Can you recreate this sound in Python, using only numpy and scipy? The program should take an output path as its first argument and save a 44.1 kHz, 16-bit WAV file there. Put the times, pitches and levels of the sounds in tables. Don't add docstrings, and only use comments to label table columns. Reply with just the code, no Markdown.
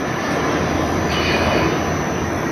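import sys
import numpy as np
from scipy import signal
from scipy.fft import rfft, irfft, next_fast_len
from scipy.io import wavfile
from scipy.ndimage import uniform_filter1d, map_coordinates

SR = 44100
rng = np.random.default_rng(int(sys.argv[2]) if len(sys.argv) > 2 else 0)


def wav_record(signal):
    frames = np.transpose(np.atleast_2d(signal))
    bounded = np.clip(frames, -1, 1)
    quanta = np.round(bounded * 32767).astype(np.int16)
    wavfile.write(sys.argv[1], SR, quanta)


def gain_from_db(level_db):
    decades = np.asarray(level_db, float) / 20
    return 10 ** decades


N = 110691


def unit(x):
    return x / np.sqrt(np.mean(x ** 2) + 1e-20)


def along(points, hz):
    point_hz, value = np.transpose(points)
    return np.interp(np.log(hz + 1), np.log(point_hz + 1), value)


def curves(rows, outside=None):
    seconds, *columns = np.transpose(rows)
    return [np.interp(np.arange(N) / SR, seconds, c, outside, outside) for c in columns]


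def wobble(rate):
    knots = rng.standard_normal(int(N * 60 / SR) + 9)
    return map_coordinates(knots, [np.arange(N) * min(rate, 60) / SR])


def filtered(x, response):
    size = next_fast_len(N + SR // 2)
    return irfft(rfft(x, size) * response(np.fft.rfftfreq(size, 1 / SR)), size)[..., :N]


def rush(spectrum, patchy_db):
    grains = signal.stft(rng.standard_normal(N), nperseg=1024)[2]
    across_hz = uniform_filter1d(rng.standard_normal(grains.shape), size=3, axis=0)
    field = uniform_filter1d(across_hz, size=7, axis=1)
    patchy = signal.istft(grains * gain_from_db(patchy_db * unit(field)), nperseg=1024)[1][:N]
    return unit(filtered(patchy, lambda hz: gain_from_db(along(spectrum, hz))))


def resonance(centre_hz, width_hz):
    response = lambda hz: 1 / (1 + (2 * (hz - centre_hz) / width_hz) ** 2) ** 2
    return unit(filtered(rng.standard_normal(N), response))


def ringing(peaks):
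    return sum(gain_from_db(db) * resonance(hz, width) for hz, width, db in peaks)


def tone(hz, db):
    phase = 2 * np.pi * hz * np.arange(N) / SR + 1.1 * wobble(8)
    return np.sqrt(2) * gain_from_db(db + 2.2 * wobble(5)) * np.sin(phase)


# frequency in Hz, relative density in dB per Hz.
RUMBLE_SPECTRUM = [(13, -65), (22, -37), (32, -18.5), (75, 0), (91, 1.5), (124, -8), (140, -15), (180, -37),
                   (310, -120)]
# time in seconds, rms level in dB.
RUMBLE_LEVEL = [(0.0, -38), (0.55, -35), (0.63, -29), (1.38, -31), (1.44, -24), (1.66, -24), (1.71, -33),
                (1.81, -33), (1.85, -27), (2.35, -31), (2.51, -36)]
# frequency in Hz, mean level in dB relative to the rumble noise.
SHAFT_HUM = (82, -3)


def rumble():
    level_db, = curves(RUMBLE_LEVEL)
    return gain_from_db(level_db) * unit(rush(RUMBLE_SPECTRUM, patchy_db=-2.5) + tone(*SHAFT_HUM))


# time in seconds, then dB of low roar, roar, mids, upper mids and treble,
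# the last two before UPPER_DB and TREBLE_DB are added.
ROAR_LEVELS = [(0.0, -22.5, -32, -29.5, -43, -53.5), (0.03, -25, -26.5, -30.5, -45.5, -60),
               (0.25, -27, -26, -27.5, -38.5, -55), (0.325, -24, -25, -28, -40, -55),
               (0.55, -22, -24, -27, -39.5, -57.5), (0.9, -21.5, -24.5, -30, -40.5, -53.5),
               (1.1, -22.5, -24.5, -30, -43.5, -57.5), (1.12, -23, -23.5, -27, -38, -59),
               (1.25, -21.5, -25, -25.5, -38, -53), (1.36, -22, -21, -26, -36, -52),
               (1.64, -20, -21.5, -25.5, -41, -56.5), (1.72, -22.5, -25, -27.5, -40, -59),
               (2.29, -24, -27.5, -31, -45.5, -60), (2.38, -25.5, -26.5, -30.5, -45.5, -54.5),
               (2.51, -21, -27, -31, -44.5, -59)]
# frequency in Hz, relative density in dB per Hz.
LOW_ROAR = [(71, -33), (120, -2), (291, 0.5), (318, -1), (480, -6), (620, -43), (1060, -120)]
ROAR = [(250, -28), (430, 0), (565, 1), (706, 1.5), (885, -4.5), (1040, -3), (1300, -14.5), (1690, -20.5),
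        (2860, -120)]
MIDS = [(680, -30), (1150, 1.5), (1490, -2), (1700, 2), (1850, -0.5), (2410, -5.5), (2800, -13.5),
        (3640, -40), (6160, -120)]
UPPER = [(1650, -32), (2800, -3), (4630, -9), (5580, -10.5), (5910, -6), (6190, -17.5), (6300, -8.5),
         (8190, -42), (13900, -120)]
TREBLE = [(4850, -60), (8250, -14), (8590, -8.5), (9050, -7.5), (10900, -5), (11800, -3), (12400, -4),
          (12800, -23), (16700, -40), (22000, -120)]
UPPER_DB, TREBLE_DB = 3.5, 2.5
# frequency in Hz, width in Hz, level in dB relative to that band's noise.
LOW_HOUSING = [(366.2, 11.4, -11)]
MID_HOUSING = [(620, 20, -15), (700, 40, -14), (790, 15, -17), (1013, 80, -13)]
# frequency in Hz, mean level in dB relative to the low roar's noise.
GEAR_TONES = [(155, -11), (325, -9.5)]


def roar():
    low_db, roar_db, mids_db, upper_db, treble_db = curves(ROAR_LEVELS)
    gears = sum(tone(hz, db) for hz, db in GEAR_TONES)
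    low = unit(rush(LOW_ROAR, patchy_db=0.8) + ringing(LOW_HOUSING) + gears)
    middle = unit(rush(ROAR, patchy_db=1.0) + ringing(MID_HOUSING))
    mids = gain_from_db(mids_db) * rush(MIDS, patchy_db=2.0)
    upper = gain_from_db(upper_db + UPPER_DB) * rush(UPPER, patchy_db=3.0)
    treble = gain_from_db(treble_db + TREBLE_DB) * rush(TREBLE, patchy_db=4.0)
    return gain_from_db(low_db) * low + gain_from_db(roar_db) * middle + mids + upper + treble


CARRIER_HZ, SWEEP_HZ = 5966.1, 71.35
WAVER_DB, WAVER_RAD = 1.2, 0.6


def line(hz, db):
    t = np.arange(N) / SR
    level = np.sqrt(2) * gain_from_db(db + WAVER_DB * wobble(3.7))
    return level * np.sin(2 * np.pi * (hz * t + rng.random()) + WAVER_RAD * wobble(5.04))


def comb(lowest_hz, levels_db):
    return sum(line(lowest_hz + k * SWEEP_HZ, db) for k, db in enumerate(levels_db))


# time in seconds, then mean dB of the lines from 2 below the carrier to 2 above
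STRONG_LINES = [(0.0, -57.3, -56.7, -47.3, -47.7, -56.6), (0.25, -51.8, -49.9, -47.6, -49.5, -53.8),
                (0.5, -51.3, -57.9, -53.9, -43.2, -56.2), (0.75, -52.6, -51.5, -50.2, -49.7, -55.0),
                (1.0, -58.8, -46.4, -44.9, -47.0, -52.1), (1.25, -55.9, -49.5, -49.5, -47.2, -50.8),
                (1.51, -51.1, -50.4, -47.5, -46.5, -55.9), (1.76, -56.1, -52.3, -42.8, -46.0, -50.7),
                (2.01, -58.7, -47.9, -43.2, -42.7, -50.7), (2.26, -58.2, -47.9, -48.4, -47.8, -48.7),
                (2.51, -57.4, -49.8, -48.1, -45.1, -49.3)]
# mean level in dB, from 6 to 3 below the carrier, then 3 to 7 above.
WEAK_LINES_DB = [-56, -63, -64, -61, -62, -65, -72, -67, -64]


def whine():
    lines_db = [*WEAK_LINES_DB[:4], *curves(STRONG_LINES), *WEAK_LINES_DB[4:]]
    return comb(CARRIER_HZ - 6 * SWEEP_HZ, lines_db)


# level in dB before the common level, from 6 below twice the carrier up.
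OCTAVE_LINES_DB = [-70, -72, -70, -72, -65, -70, -62, -64, -69, -70, -68]
# time in seconds, gain in dB.
OCTAVE_LEVEL = [(0, -5), (.6, -4), (.8, 0), (1.5, 1), (2.51, 1)]


def whine_octave():
    level_db, = curves(OCTAVE_LEVEL)
    return gain_from_db(level_db) * comb(2 * CARRIER_HZ - 6 * SWEEP_HZ, OCTAVE_LINES_DB)


# start in seconds, end in seconds, frequency in Hz, width in Hz, level in dB.
WHISTLES = [(-.1, .35, 1756, 15, -36), (.65, 1.6, 1756, 30, -41), (1.7, 2.3, 1809, 40, -43),
            (.7, 1.1, 4865, 45, -49), (.75, 1.17, 6800, 30, -62), (.35, .52, 285, 50, -29),
            (.35, .5, 455, 70, -29), (2.4, 2.6, 5495, 15, -49)]


def whistles():
    t = np.arange(N) / SR
    total = np.zeros(N)
    for start, end, hz, width, db in WHISTLES:
        gate = np.clip(np.minimum(t - start, end - t) / 0.07 + 1, 0, 1)
        total += gate * ringing([(hz, width, db)])
    return total


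# low edge in Hz, high edge in Hz, level in dB when fully on, random knots a second.
EDGE_BANDS = [(6330, 6500, -56, 14), (6500, 6600, -62, 18), (6600, 6720, -69, 12), (12420, 12640, -69, 16),
              (12720, 12840, -76, 18)]


def band_edges():
    total = np.zeros(N)
    for low, high, db, rate in EDGE_BANDS:
        gate = np.clip(2 * wobble(rate) + 0.3, 0, 1)
        band = unit(filtered(rng.standard_normal(N), lambda hz: (hz > low) & (hz < high)))
        total += gain_from_db(db) * gate * band
    return total


def decay(start, db, t60, rise):
    t = np.arange(N) / SR - start
    return gain_from_db(db - 60 * np.abs(t) / t60) * (1 - np.exp(-np.clip(t, 0, None) / rise))


# start in seconds, level in dB before the soft start, t60 in seconds.
CLANKS = [(.305, -33, .3), (1.11, -32, .25), (1.315, -33, .3)]
# frequency in Hz, relative density in dB per Hz.
CLANK_SPECTRUM = [(300, -120), (800, -4), (3000, -5), (6000, -10), (9500, -17), (12500, -22), (14000, -120)]


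def clanks():
    envelope = sum(decay(start, db, t60, rise=0.0028) for start, db, t60 in CLANKS)
    return envelope * rush(CLANK_SPECTRUM, patchy_db=6.5)


# time in seconds, then dB of the lower partial, the upper partial and the top partials.
SQUEAL_LEVEL = [(1.09, -50, -48, -46), (1.125, -35, -35, -35), (1.18, -31, -29, -39), (1.21, -30, -35, -36),
                (1.28, -31, -31, -32), (1.355, -29, -37, -36), (1.41, -35, -34, -38), (1.46, -37, -35, -39),
                (1.535, -33, -30, -39), (1.575, -36, -41, -39), (1.65, -39, -34, -39),
                (1.69, -42, -46, -47), (1.85, -46, -47, -54)]
SQUEAL_HZ = (2472, 2964)
# frequency in Hz, width in Hz, relative level in dB.
SQUEAL_TOP = [(4416, 55, -1), (4620, 90, 0), (4800, 90, -4)]
# frequency in Hz, relative density in dB per Hz.
SQUEAL_HISS = [(1180, -42), (2000, -11), (2280, 5), (3040, -1.5), (3250, -6.5), (4530, -5), (5600, -31),
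               (7280, -64), (12300, -120)]


def squeal():
    *partials_db, top_db = curves(SQUEAL_LEVEL, outside=-120)
    t = np.arange(N) / SR
    partials = np.zeros(N)
    for hz, db in zip(SQUEAL_HZ, partials_db):
        rough = gain_from_db(4 * wobble(40)) * np.sin(2 * np.pi * hz * t + 1.1 * wobble(40))
        partials += gain_from_db(db) * unit(rough)
    hiss = gain_from_db(5) * rush(SQUEAL_HISS, patchy_db=3.5)
    return partials + gain_from_db(top_db) * (unit(ringing(SQUEAL_TOP)) + hiss)


# start in seconds, frequency in Hz, peak level in dB before the soft start, t60 in seconds.
PINGS = [(2.365, 3450, -38, .3), (2.46, 1900, -28, .3)]


def pings():
    t = np.arange(N) / SR
    return sum(decay(start, db, t60, rise=0.0045) * np.sin(2 * np.pi * hz * t) for start, hz, db, t60 in PINGS)


BROAD_LIMITS_HZ = (6330, 8200, 12420)


def scene():
    stop, resume, top = BROAD_LIMITS_HZ
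    passed = lambda hz: (hz < stop) | ((hz > resume) & (hz < top))
    broad = filtered(rumble() + roar() + clanks() + squeal() + pings(), passed)
    return (broad + whine() + whine_octave() + whistles() + band_edges())[None]


def top_cut(x):
    return signal.sosfilt(signal.butter(12, 13000, fs=SR, output="sos"), x)


def record(dry):
    return top_cut(dry)


dry = scene()
out = record(dry)
wav_record(out)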